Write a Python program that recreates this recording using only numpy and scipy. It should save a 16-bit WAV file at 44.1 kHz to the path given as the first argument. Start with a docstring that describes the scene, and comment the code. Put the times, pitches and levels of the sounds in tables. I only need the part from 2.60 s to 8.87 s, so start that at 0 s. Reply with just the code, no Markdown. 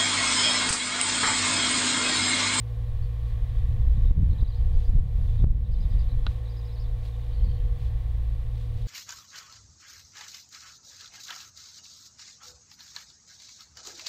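"""Wind gusts buffet a phone's microphone in a crop field: turbulent pressure, shaped noise with sharp pulses.
Far off drones a four-cylinder irrigation pump, built from engine orders and knocks repeating each cycle.
The field hisses steadily and leaves rustle, both as coloured noise; a small bird trills in gliding sines.
Something ticks once against the phone, ringing the modes of its case.
A limiter ducks the whole sound briefly when a peak passes its ceiling."""
import sys
import numpy as np
from scipy import signal
from scipy.fft import rfft, irfft
from scipy.io import wavfile
from scipy.ndimage import minimum_filter1d

SR = 44100
rng = np.random.default_rng(int(sys.argv[2]) if len(sys.argv) > 2 else 0)


def master_out(mix):
    """Clip the mix to full scale and print it as 16-bit PCM to the path in sys.argv[1]."""
    frames = np.transpose(np.atleast_2d(mix))
    ceiling = np.clip(frames, -1, 1)
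    pcm = np.round(ceiling * 32767).astype(np.int16)
    wavfile.write(sys.argv[1], SR, pcm)


N = 276507
TIME = np.arange(N) / SR
FREQ = np.maximum(np.arange(N // 2 + 1) * SR / N, 1)


def undb(db):
    """Level to amplitude: 20 dB is a factor of ten."""
    return 10 ** (np.asarray(db) / 20)


def level(x, db):
    """Root-mean-square level: scale a signal to a given one."""
    return x * undb(db) / np.std(x)


def curves(table):
    """Linear interpolation: join each column of a time table by straight lines."""
    s, *columns = np.transpose(table)
    return [np.interp(TIME, s, column) for column in columns]


def colour(x, spectrum):
    """Spectral shaping: weight a sound by a (f/Hz, level/dB) curve and bring it to rms 1."""
    hz, db = np.transpose(spectrum)
    gain_db = np.interp(np.log(FREQ), np.log(hz), db)
    return level(irfft(rfft(x) * undb(gain_db), N), 0)


def noise():
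    """White noise: equal power in every hertz."""
    return rng.standard_normal(N)


def walk(rate):
    """Band-limited fluctuation: smooth chance of spread 1, changing up to about rate/Hz."""
    smooth = np.exp(-(FREQ / rate) ** 2)
    smooth[0] = 0  # no constant offset
    return level(irfft(rfft(noise()) * smooth, N), 0)


def decay(t, t60):
    """Exponential decay: the amplitude falls by 60 dB in t60/s."""
    return np.exp(-np.log(1000) * t / t60)


# gust strength: t/s, relative level of the large eddies/dB, of the small eddies/dB
GUST_LEVELS = [(0.0, -43.5, -55), (0.46, -23, -59), (0.55, -34.5, -56), (1.04, -26, -51), (1.12, -23, -41),
               (1.51, -21.5, -43.5), (1.62, -16.5, -28), (1.95, -26, -52.5), (2.17, -17.5, -41.5),
               (2.28, -27.5, -52), (2.38, -13.5, -30), (2.5, -25.5, -49), (2.63, -23, -40.5),
               (2.75, -25.5, -49), (2.85, -11.5, -28.5), (2.97, -22.5, -37.5), (3.36, -21.5, -42),
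               (3.73, -30, -49.5), (3.89, -41.5, -73), (4.24, -32.5, -48), (4.44, -32.5, -71),
               (4.52, -41.5, -79), (4.84, -25, -41.5), (5.13, -26, -52), (6.06, -33, -60),
               (6.12, -29, -51.5), (6.26, -32, -48)]
# spectrum of the large eddies: f/Hz, relative level/dB
LARGE_EDDIES = [(6, -22.5), (16, -3.5), (36, 1.5), (55, -3), (80, -7.5), (120, -15.5), (200, -45),
                (500, -94)]
# spectrum of the small eddies: f/Hz, relative level/dB
SMALL_EDDIES = [(35, -29.5), (75, 0.5), (110, -11), (160, -7.5), (210, -14), (320, -30.5), (600, -43),
                (2000, -83)]
# single hard buffets: t/s, level of the suction peak/dB, half width/s
HARD_BUFFETS = [(1.279, -9, 0.0042), (1.513, -7.5, .0045), (1.633, -7.5, 0.0019), (1.702, -8.5, 0.0031),
                (1.83, -9, .0045), (2.175, -9, 0.0049), (2.298, -8.5, 0.0044), (2.356, -8, 0.0027),
                (2.39, -7, 0.0062), (2.462, -16.5, .0025), (2.8441, -5, 0.0021), (2.871, -5.5, 0.0025),
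                (2.909, -4, 0.0039)]


def wind(rumble_db=1.5, flutter_db=4.5, flutter_growth=1.55, full_gust_db=-38, patchy_db=4.0, swing=0.67):
    """Turbulence: large eddies rumble, small ones flutter in bursts, and hard buffets slam into the port."""
    deep_db, small_db = curves(GUST_LEVELS)
    rumble = colour(noise(), LARGE_EDDIES) * undb(deep_db + rumble_db)
    # below a full gust the small eddies die away faster
    weakened_db = full_gust_db + flutter_growth * (small_db - full_gust_db)
    small_db = np.minimum(small_db, weakened_db)
    bursts = noise() * undb(patchy_db * walk(30))
    flutter = colour(bursts, SMALL_EDDIES) * undb(small_db + flutter_db)
    # ordinary turbulence has a bounded pressure swing
    pressure = swing * np.tanh((rumble + flutter) / swing)
    for s, db, width in HARD_BUFFETS:
        pressure = buffet(pressure, (TIME - s) / width, undb(db))
    return pressure


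def buffet(pressure, age, strength, push_share=0.5, push_widths=1.98, lead_widths=2.1, refill_widths=1.47):
    """Pressure pulse: push, snap into suction, slow refill; age and widths are in half widths of the buffet."""
    push = np.exp(-((age + lead_widths) / push_widths) ** 2)
    suction = np.exp(-np.where(age < 0, age, age / refill_widths) ** 2)
    # the buffet sweeps the smaller eddies aside as it passes
    pressure = pressure + push * (push_share * strength - pressure)
    return pressure - suction * (strength + pressure)


# engine speed: t/s, firing rate f/Hz
FIRING_RATE = [(0, 56.84), (1.8, 56.65), (2.3, 56.26), (2.8, 56.05), (3.4, 56.75), (4.4, 56.45),
               (5.2, 56.69), (6.27, 56.75)]
# exhaust drone: multiple of the engine cycle rate, rms level before wavering/dB
EXHAUST_ORDERS = [(4, -31.5), (8, -36), (9, -65)]
# upper orders: multiple of the engine cycle rate, rms level before wavering and carry/dB
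WHINE_ORDERS = [(20, -78.5), (22, -70.5), (25, -73.5), (32, -73), (34, -59), (35, -65.5), (45, -75.5),
                (51, -77.5), (52, -75), (53, -72.5), (62.3, -73.5)]
# resonances of the pipe: f/Hz, width 6 dB down/Hz, relative level/dB
PIPE_MODES = [(491.2, 74, 1), (645, 17, -15), (770, 250, -10), (1044, 34, -5.5)]
# resonances of the valve cover: f/Hz, width 6 dB down/Hz, relative level/dB
COVER_MODES = [(1115, 101, 5.5), (1843, 470, 0), (2338, 200, -2), (3225, 600, -6.5)]
# how well the engine carries over the field: t/s, gain of whine and knock/dB, of valve rattle/dB
CARRY_GAINS = [(0, -1, -2), (.8, -2.5, 3.5), (1.5, -2.5, 2), (2.2, -0.5, -1), (2.8, -1.5, -1.5),
               (3.6, -0.5, 1.5), (4.3, 0.5, -2), (5.2, -0.5, 1.5), (6.27, -4, -3)]


def pump(exhaust_waver_db=1.64, whine_waver_db=3.0, knock_db=-61.0, rattle_db=-65):
    """Periodic excitation: exhaust drone, whining upper orders and clatter all follow the engine cycle."""
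    firing_hz = curves(FIRING_RATE)[0]
    cycle = np.cumsum(firing_hz) / SR / 4  # four firings make one cycle
    whine_gain_db, rattle_gain_db = curves(CARRY_GAINS)
    exhaust = engine_orders(cycle, EXHAUST_ORDERS, exhaust_waver_db)
    whine = engine_orders(cycle, WHINE_ORDERS, whine_waver_db)
    knock = clatter(cycle, PIPE_MODES, knock_db)
    rattle = clatter(cycle, COVER_MODES, rattle_db)
    return exhaust + undb(whine_gain_db) * (whine + knock) + undb(rattle_gain_db) * rattle


def engine_orders(cycle, orders, waver_db):
    """Fourier synthesis: sines at multiples of the cycle, each fading on its own in the moving air."""
    total = np.zeros(N)
    for multiple, db in orders:
        amplitude = np.sqrt(2) * undb(db + waver_db * walk(0.95))
        total += amplitude * np.sin(2 * np.pi * (multiple * cycle + rng.random()))
    return total


def clatter(cycle, modes, clatter_db, loose=0.76, throb=0.38):
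    """Forced resonance: knocks, partly alike each cycle and strongest at each firing, ring a body's modes."""
    pattern = rng.standard_normal(size=3112)
    repeated = pattern[(cycle % 1 * len(pattern)).astype(int)]
    firing = np.cos(2 * np.pi * 4 * cycle)
    knocks = (repeated + loose * noise()) * (1 + throb * firing)
    response = sum(undb(db) / (1 + 1j * (FREQ - hz * hz / FREQ) / width) ** 2 for hz, width, db in modes)
    return level(irfft(rfft(knocks) * response, N), clatter_db)


# steady hush of the field: f/Hz, relative level/dB
HUSH_SPECTRUM = [(100, 5.5), (280, 2), (420, 0), (620, 2), (850, -4), (980, -7.5), (1150, -6.5),
                 (1380, -11.5), (1850, -10), (2700, -11), (3800, -9.5), (5200, -19), (7000, -22),
                 (15000, -23.5)]


def field(hush_db=-56.5):
    """Stationary noise: the crop far off hisses evenly."""
    return colour(noise(), HUSH_SPECTRUM) * undb(hush_db)


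# bird trills: start t/s, syllables (rounded to whole ones), syllable period/s, pitch at the climax f/Hz,
# level there/dB, climax as a share of the trill, pitch arch/octaves per trill length
BIRD_TRILLS = [(.425, 1, .08, 4560, -61, .5, 0.044), (.90, 3, .085, 3820, -61, .6, 0.14),
               (1.372, 2, 0.089, 3840, -56.5, .5, .03), (1.713, 4, 0.071, 4040, -51.5, .7, .06),
               (1.808, 3, .078, 4650, -59, 0.88, 0.035), (1.68, 5, .076, 3230, -61, 0.72, 0.038),
               (2.135, 2.5, 0.12, 4600, -61, 0.66, .03), (2.146, 2, .095, 6250, -67, .3, .03),
               (2.681, 2, 0.11, 3780, -56, 0.68, 0.12), (3.053, 5.7, .088, 3870, -55.5, .4, 0.019),
               (3.12, 4, 0.092, 4930, -56.5, 0.47, .12), (3.858, 6.3, .078, 3910, -54.5, .2, 0.021),
               (3.898, 5, .077, 5040, -57.5, 1, 0.089), (4.16, 3, 0.035, 4550, -58, 0.53, 0.055),
               (4.523, 3, 0.092, 3900, -57.5, 1, 0.045), (4.539, 5.8, .088, 3150, -60, 0.33, 0.044),
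               (4.735, 5, 0.053, 4330, -57, 0.57, .06)]


def syllables(slur_bend=.07, vary=.015, vary_db=1.9, vary_s=.003, swell_db_per_octave=51.5, high_voice_hz=4250):
    """Quasi-periodic repetition: syllables never quite alike, as (t/s, f/Hz, level/dB, bend of the slur)."""
    for start, count, period, climax_hz, climax_db, climax, arch in BIRD_TRILLS:
        count = round(count)
        # between its chips the low voice dips and the high voice arches
        bend = slur_bend * np.sign(climax_hz - high_voice_hz)
        for k in range(count):
            sharp, loud, late = rng.standard_normal(size=3)
            octaves_down = arch * abs((k + .5) / count - climax)
            hz = climax_hz * 2 ** -octaves_down * (1 + vary * sharp)
            # a trill grows louder as it rises in pitch
            db = climax_db - swell_db_per_octave * octaves_down + vary_db * loud
            yield start + k * period + vary_s * late, hz, db, bend


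def bird(spacing=.023, half=0.0048, fall=11, rasp=0.018, wander=.011, second_db=-1.5, slur_db=-5.0,
         scatter_db=-5, scatter_t60=0.24):
    """Frequency modulation: each syllable is two quick falling chips joined by a softer slur."""
    # times and widths in s; fall is the share of the pitch lost per second
    song = np.zeros(N)
    quiver = rasp * walk(400) + wander * walk(46)
    for start, hz, db, bend in syllables():
        first = (start, hz, db, fall)
        second = (start + spacing, hz, db + second_db, fall)
        slur = (start + spacing / 2, hz * (1 + bend), db + slur_db, 0)
        for at, note_hz, note_db, slope in (first, second, slur):
            near = slice(int((at - spacing) * SR), int((at + spacing) * SR))
            t = TIME[near] - at
            pitch = note_hz * (1 - slope * t + quiver[near])
            envelope = undb(note_db) * np.exp(-(t / half) ** 2)
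            song[near] += envelope * np.sin(2 * np.pi * np.cumsum(pitch) / SR)
    # the foliage scatters a short tail after every note
    t = TIME[:SR // 2]
    tail = rng.standard_normal(len(t)) * decay(t, scatter_t60)
    tail = tail / np.linalg.norm(tail)
    return song + undb(scatter_db) * signal.fftconvolve(song, tail)[:N]


# leaves brushing: centre t/s, half length/s, level at the centre/dB
LEAF_BRUSHES = [(0.694, 0.048, -66), (0.998, 0.12, -68), (1.444, .05, -71), (2.212, 0.029, -61),
                (2.696, 0.085, -66.5), (3.324, 0.14, -67), (3.714, 0.048, -61), (4.46, 0.025, -61),
                (4.577, 0.19, -68), (5.24, 0.053, -61.5), (6, 0.049, -62.5), (6.21, 0.061, -61.5)]
# spectrum of the brushing: f/Hz, relative level/dB
LEAF_SPECTRUM = [(700, -14.5), (2000, 1), (3900, 6), (5500, -5), (8000, -9.5), (15000, -19)]


def leaves(grain_db=3):
    """Amplitude-modulated noise: nearby leaves brush in short grainy swells."""
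    swells = sum(undb(db) * np.exp(-((TIME - s) / half) ** 2 / 2) for s, half, db in LEAF_BRUSHES)
    grains = noise() * undb(grain_db * walk(300))
    return swells * colour(grains, LEAF_SPECTRUM)


# contacts with the phone: t/s, relative level/dB
CONTACTS = [(3.6645, -21), (3.6667, 0.5), (3.6674, -25)]
# modes of the case: f/Hz, 60 dB decay time/s, relative level/dB
CASE_MODES = [(1230, 0.033, -10.5), (1460, 0.027, -6.5), (2200, 0.0067, -9), (2980, 0.0074, -10),
              (3500, 0.0074, -0.5), (3900, 0.02, -2.5)]
# spectrum of the contact's crack: f/Hz, relative level/dB
CRACK_SPECTRUM = [(200, 20.5), (900, 0), (2300, 4), (3300, 0), (4100, 3), (4800, -9), (6000, -42),
                  (15000, -28)]


def tick(tick_db=-26, crack_db=-3, crack_t60=0.033, contact_hz=4200):
    """Modal impulse response: one contact, with a faint touch before and a small rebound, rings the case."""
    t = TIME[:SR // 10]
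    ring = sum(undb(db) * decay(t, t60) * np.sin(2 * np.pi * hz * t) for hz, t60, db in CASE_MODES)
    crack = colour(noise(), CRACK_SPECTRUM)[:len(t)] * decay(t, crack_t60)
    ring = ring + undb(crack_db) * crack
    contacts = np.zeros(N)
    for s, db in CONTACTS:
        contacts[int(s * SR)] = undb(db + tick_db)
    # the push lasts a fraction of a millisecond, which dulls the top
    push = signal.sosfilt(signal.butter(2, contact_hz, fs=SR, output="sos"), contacts)
    return signal.fftconvolve(push, ring)[:N]


def scene():
    """Superposition: the pressures of all sources add at the one microphone."""
    return (wind() + pump() + field() + bird() + leaves() + tick())[None]


def limiter(x, ceiling_db=-10.5, hold=0.032, release_db_per_s=20, overreach=1.15, attack_hz=4000):
    """Dynamic compression: a peak above the ceiling cuts the gain, which holds (s), then creeps back."""
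    over_db = np.maximum(20 * np.log10(np.abs(x) + 1e-9) - ceiling_db, 0)
    # it cuts a little too far and kinks the wave, so the steepest buffets crackle
    cut_db = overreach * over_db
    reach = int(hold * SR / 2)
    # largest cut within the hold time just past
    held_db = -minimum_filter1d(-cut_db, 2 * reach + 1, origin=reach)
    ramp_db = release_db_per_s * TIME
    gain_db = ramp_db - np.maximum.accumulate(held_db + ramp_db)
    # the gain follows within a fraction of a millisecond
    smooth_db = signal.sosfilt(signal.butter(2, attack_hz, fs=SR, output="sos"), gain_db)
    return x * undb(smooth_db)


def record(dry, top_hz=15700):
    """Band limitation: the phone limits the peaks, then a steep low-pass cuts the top."""
    low_pass = signal.ellip(14, .1, 80, top_hz, fs=SR, output="sos")
    return signal.sosfilt(low_pass, limiter(dry[0]))[None]


dry = scene()
out = record(dry)
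master_out(out)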